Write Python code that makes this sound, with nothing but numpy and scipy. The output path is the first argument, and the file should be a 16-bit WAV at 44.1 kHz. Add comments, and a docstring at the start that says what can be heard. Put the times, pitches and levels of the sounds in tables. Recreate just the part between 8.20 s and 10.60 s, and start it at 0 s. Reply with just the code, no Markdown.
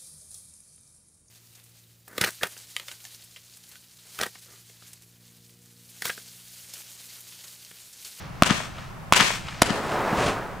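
"""First a fuse fizzes faintly over the rumble of a distant town, on a paved park path at night.
Then a firecracker cracks three times and burns as a roaring, spitting flame.
Each crack is a shock front with swings, a thump and tearing noise; it overloads the close microphone.
A lamp post, a wall on the left and the trees around return it as filtered echoes and grainy scatter.
Town, fuse and flame are coloured noise in two channels, the last two with drawn level curves."""
import sys
import numpy as np
from scipy import signal
from scipy.fft import rfft, irfft
from scipy.io import wavfile
from scipy.ndimage import uniform_filter1d

SR = 44100
rng = np.random.default_rng(int(sys.argv[2]) if len(sys.argv) > 2 else 0)


def put_to_file(sound):
    """Save the sound as 16-bit audio at rate SR, in the file named by the first command-line argument."""
    columns = np.atleast_2d(sound).T  # one column per channel
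    safe = np.clip(columns, -1, 1)
    whole_steps = np.round(safe * 32767)
    wavfile.write(sys.argv[1], SR, whole_steps.astype(np.int16))


N = 105840  # samples, 2.4 s


def undb(db):
    """Amplitude gain of a level in dB."""
    return 10 ** (np.asarray(db) / 20)


def pan(left_right_db):
    """Left and right gains for a level difference; positive leans left."""
    return undb(np.array([[left_right_db], [-left_right_db]]) / 2)


def noise(spectrum, grain_db=0):
    """Noise of rms 1 with the given colour; uneven sample sizes make it crackle."""
    table_hz, table_db = np.array(spectrum, float).T
    hz = np.maximum(np.arange(N // 2 + 1) * SR / N, 1)
    grain_size = np.minimum(rng.exponential(size=N), 7)
    grains = rng.standard_normal(N) * undb(grain_db * grain_size)
    colour = undb(np.interp(np.log(hz), np.log(table_hz), table_db))
    bass_cut = hz / np.hypot(hz, 20)
    coloured = irfft(rfft(grains) * colour * bass_cut, N)
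    return coloured / coloured.std()


def wide(spectrum, likeness, grain_db=0):
    """Two channels of noise, alike to the given degree (0-1), mixed from a middle and a side."""
    mid, side = noise(spectrum, grain_db), noise(spectrum, grain_db)
    side_signs = np.array([[1], [-1]])
    return np.sqrt((1 + likeness) / 2) * mid + np.sqrt((1 - likeness) / 2) * side * side_signs


def walk(hz):
    """Smooth random curve with a spread of 1, from noise averaged twice over 1/hz seconds."""
    width = max(int(SR / hz), 1)
    smooth = uniform_filter1d(uniform_filter1d(rng.standard_normal(N), width), width)
    return smooth / smooth.std()


def ms_since(start):
    """Milliseconds since a moment in seconds, negative before it."""
    return (np.arange(N) - round(start * SR)) * 1000 / SR


def swing(start, hz, decay_ms):
    """Pressure swinging briefly behind a shock front: a decaying cosine."""
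    ms = ms_since(start)
    cycles = hz * ms / 1000
    return (ms >= 0) * np.cos(2 * np.pi * cycles) * np.exp(-np.abs(ms) / decay_ms)


def thump(start, hz, rise_ms):
    """A low push of gas: a sine whose envelope peaks at rise_ms and dies away."""
    ms = np.maximum(ms_since(start), 0)
    cycles = hz * ms / 1000
    envelope = (ms / rise_ms * np.exp(1 - ms / rise_ms)) ** 2
    return -np.sin(2 * np.pi * cycles) * envelope


# Far off, low rumble of the town: f/Hz, relative level per Hz/dB
TOWN_RUMBLE = [(25, 1.5), (55, -8.5), (100, -5), (128, -1.5), (195, -7.5), (260, -24.5), (500, -37),
               (2000, -77)]
# Far off, wash of its roads: f/Hz, relative level per Hz/dB
ROAD_WASH = [(100, -1), (300, -5), (450, -8.5), (680, -4), (1250, -5.5), (2200, -14.5), (4000, -24.5),
             (9000, -29), (16000, -33)]
RUMBLE_DB, RUMBLE_LIKENESS = -40, 0.72
ROADS_DB, ROADS_LIKENESS = -43, 0.27


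def town():
    """Far traffic: a rumble largely common to both ears and a wider wash, both steady noise."""
    rumble = undb(RUMBLE_DB) * wide(TOWN_RUMBLE, RUMBLE_LIKENESS)
    roads = undb(ROADS_DB) * wide(ROAD_WASH, ROADS_LIKENESS)
    return rumble + roads


# Course of the fuse at the microphone: t/s, level/dB
FUSE_LEVELS = [(0, -46), (.05, -46.5), (.11, -54.5), (.2, -52), (.48, -55), (.61, -48), (0.729, -59),
               (0.898, -65), (1.298, -53), (1.419, -44)]
# Colour of its fizz: f/Hz, relative level per Hz/dB
FUSE_FIZZ = [(500, 1), (1700, 4), (3000, 0), (6000, -4.5), (8500, -23), (11000, -40), (16000, -34)]
# Crackle and likeness of the ears (0-1), shared by the fuse and the hiss of the flame
SPARK_GRAIN_DB, HISS_LIKENESS = 3, 0.96


def fuse(t):
    """A faint, grainy fizz of burning powder that comes and goes until the flame is lit."""
    times, level_db = np.array(FUSE_LEVELS).T
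    fizz = wide(FUSE_FIZZ, HISS_LIKENESS, SPARK_GRAIN_DB)
    return undb(np.interp(t, times, level_db)) * (t < times[-1]) * fizz


# Course of the flame at the microphone, before flutter: t/s, roar level/dB, hiss level/dB
FLAME_LEVELS = [(1.422, -26, -39), (1.45, -37.5, -28), (1.55, -29, -36), (1.61, -31.5, -41.5),
                (1.71, -27, -32.5), (1.80, -25.5, -38.5), (1.94, -25, -36), (1.99, -24, -27.5),
                (2.084, -25.5, -25.5), (2.134, -30.5, -34), (2.18, -32, -43), (2.4, -41.5, -56)]
# Colour of its roar: f/Hz, relative level per Hz/dB
FLAME_ROAR = [(50, -31), (110, -18), (190, -2), (350, 0.5), (650, 3), (1250, 0.5), (1900, -8), (3500, -23),
              (8000, -34.5)]
# Colour of its hiss: f/Hz, relative level per Hz/dB
FLAME_HISS = [(400, 10.5), (1300, -2.5), (2500, 2), (4200, -5.5), (8000, -11), (11000, -19.5),
              (16000, -88.5)]
# Puffs of gas in the flame: t/s, level/dB
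GAS_PUFFS = [(1.927, -14), (1.983, -24), (2.019, -31)]
FLUTTER_DB, FLUTTER_HZ, ROAR_LIKENESS = 0.52, 69, 0.99
PUFF_HZ, PUFF_RISE_MS = 189, 2.9


def flame(t):
    """The last bang lights a fluttering jet: a swelling roar, a spitting hiss and low puffs of gas."""
    times, roar_db, hiss_db = np.array(FLAME_LEVELS).T
    flutter_db = FLUTTER_DB * walk(FLUTTER_HZ)
    roar_gain = undb(np.interp(t, times, roar_db) + flutter_db)
    hiss_gain = undb(np.interp(t, times, hiss_db) + flutter_db)
    roar = roar_gain * wide(FLAME_ROAR, ROAR_LIKENESS)
    hiss = hiss_gain * wide(FLAME_HISS, HISS_LIKENESS, SPARK_GRAIN_DB)
    puffs = sum(undb(db) * thump(start, PUFF_HZ, PUFF_RISE_MS) for start, db in GAS_PUFFS)
    return (t > times[0]) * (roar + hiss) + puffs


# Scatter from ground and groups of trees: delay t/s, spread in log delay, level/dB,
# left-right/dB, likeness of the ears (0-1), treble lift/dB at TREBLE_HZ
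TREE_GROUPS = [(.012, 0.88, -50, -7.5, .85, -0.5), (0.045, 0.25, -41.5, 5.5, 0.43, 9.5),
               (.085, 0.22, -44.5, 5, 0.66, 0.5), (.14, 0.24, -48.5, 4, 0.08, 7.5),
               (0.211, 0.18, -57, 3, 0.77, 7.5), (.37, 0.2, -68, 1.5, 1, 1.5)]
# Colour the foliage returns: f/Hz, relative level per Hz/dB
FOLIAGE_COLOUR = [(60, 4), (180, 5), (430, -3.5), (650, -2), (900, -3), (1300, -0.5), (2500, 2.5),
                  (4200, -2), (8000, -4), (11000, -14.5), (16000, -24.5)]
FOLIAGE_GRAIN_DB, TREBLE_HZ = 3, 10400


def trees():
    """Many small reflections: grainy noise that swells and fades around each group's delay."""
    scatter = np.zeros((2, N))
    t = np.arange(1, N + 1) / SR  # starts one sample late, for the logarithm
    for delay, spread, level_db, pan_db, likeness, treble_db in TREE_GROUPS:
        colour = [(hz, db + treble_db * hz / TREBLE_HZ) for hz, db in FOLIAGE_COLOUR]
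        swell = np.exp(-0.5 * (np.log(t / delay) / spread) ** 2)
        leaves = wide(colour, likeness, FOLIAGE_GRAIN_DB)
        scatter += undb(level_db) * pan(pan_db) * swell * leaves
    return scatter


# Single echoes: delay t/s, level before band filter/dB, left-right/dB, smear/ms,
# bass edge f/Hz, treble edge f/Hz
SINGLE_ECHOES = [(0.012, -11.5, 15, 0.052, 1380, 8040), (.0225, -23, 7, 0.15, 900, 6000),
                 (0.044, -21, 17, 3, 300, 2750), (0.08, -15.5, 12, .4, 800, 3200),
                 (0.0845, -12, 12, 0.66, 610, 4950), (0.1041, -23, -10, 0.54, 900, 8300),
                 (0.1445, -23, 3, 3.9, 900, 4500), (0.1809, -17.5, 3.5, 1.4, 406, 1880),
                 (0.36, -28, 1, 6.9, 820, 4350), (.4000, -32, 1, 4, 754, 2000),
                 (.4270, -33, -4, 2.1, 684, 1800)]


def echoes():
    """Each single reflector returns a click with a rough, decaying tail, limited to a band."""
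    reflections = np.zeros((2, N))
    for delay, level_db, pan_db, smear_ms, low_hz, high_hz in SINGLE_ECHOES:
        ms = ms_since(delay)
        tail = (ms > 0) * np.exp(-np.abs(ms) / smear_ms) * rng.standard_normal(N)
        echo = (ms == 0) + tail
        echo = echo / np.linalg.norm(echo) + 1e-18  # unit energy; the offset is inaudible
        band = signal.butter(2, [low_hz, high_hz], "band", fs=SR, output="sos")
        reflections += undb(level_db) * pan(pan_db) * signal.sosfilt(band, echo)
    return reflections


# Bangs close to the microphone: t/s, shock level/dB, shock length/ms, after-swing f/Hz,
# after-swing level/dB, low swing level/dB, thump level/dB, tearing level/dB,
# tearing lead/ms, tearing decay/ms
CRACKS = [(0.2226, 10.5, 0.13, 1168, 9.5, 4, -2, -3, 0.037, 1.54),
          (.9240, 19.5, 0.12, 1050, 10.5, -2.5, -10.5, -8, 0.038, 3.3),
          (1.4198, 1.5, 0.13, 950, -1.5, -0.5, -6.5, -6, 0.94, 4.16)]
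# Colour of the torn casing: f/Hz, relative level per Hz/dB
TORN_CASING = [(60, -17), (300, 8), (1000, -0.5), (3000, 1), (6000, -7), (11000, -10.5), (16000, -34)]
SWING_DECAY_MS, LOW_SWING_HZ, LOW_SWING_DECAY_MS = 0.93, 680, 1.78
THUMP_HZ, THUMP_RISE_MS = 208, 1.64
# The wall returns the thump slightly stretched; its level is relative to the thump
WALL_DELAY_S, WALL_BOOM_DB, WALL_PAN_DB, WALL_RISE_MS = 0.0850, -8, 9.5, 2.54
BODY_SCATTER_DB = -12  # share of after-swings, thump and tearing that reaches the park


def bangs():
    """Steep shocks with suction, two after-swings, a thump and tearing paper; the park answers."""
    shocks, near, boom = np.zeros((3, N))
    for (start, shock_db, length_ms, swing_hz, swing_db, low_db,
         thump_db, tear_db, lead_ms, tear_ms) in CRACKS:
        ms = ms_since(start)
        age = np.maximum(ms, 0)
        # pressure jumps, crosses zero after length_ms and recovers from suction
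        shocks += undb(shock_db) * (ms >= 0) * (1 - age / length_ms) * np.exp(-age / length_ms)
        near += undb(swing_db) * swing(start, swing_hz, SWING_DECAY_MS)
        near += undb(low_db) * swing(start, LOW_SWING_HZ, LOW_SWING_DECAY_MS)
        tear_envelope = np.exp(np.minimum(ms, 0) / lead_ms - age / tear_ms)
        near += undb(tear_db) * tear_envelope * noise(TORN_CASING)
        near += undb(thump_db) * thump(start, THUMP_HZ, THUMP_RISE_MS)
        boom += undb(thump_db + WALL_BOOM_DB) * thump(start + WALL_DELAY_S, THUMP_HZ, WALL_RISE_MS)
    sent_out = shocks + undb(BODY_SCATTER_DB) * near
    park = trees() + echoes()
    answer = signal.fftconvolve(sent_out[None], park, axes=1)[:, :N]
    return shocks + near + pan(WALL_PAN_DB) * boom + answer


def scene():
    """Town, fuse, flame and bangs together at the microphone."""
    t = np.arange(N) / SR
    return town() + fuse(t) + flame(t) + bangs()


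CLIP_LEVEL, BASS_CUT_HZ, TOP_HZ = 1, 30, 15700


def record(dry):
    """The microphone clips the shocks flat; the recorder cuts the deepest bass and the top."""
    clipped = np.clip(dry, -CLIP_LEVEL, CLIP_LEVEL)
    bass_cut = signal.butter(1, BASS_CUT_HZ, "high", fs=SR, output="sos")
    top_cut = signal.ellip(8, 0.2, 70, TOP_HZ, fs=SR, output="sos")
    return signal.sosfilt(top_cut, signal.sosfilt(bass_cut, clipped))


dry = scene()
out = record(dry)
put_to_file(out)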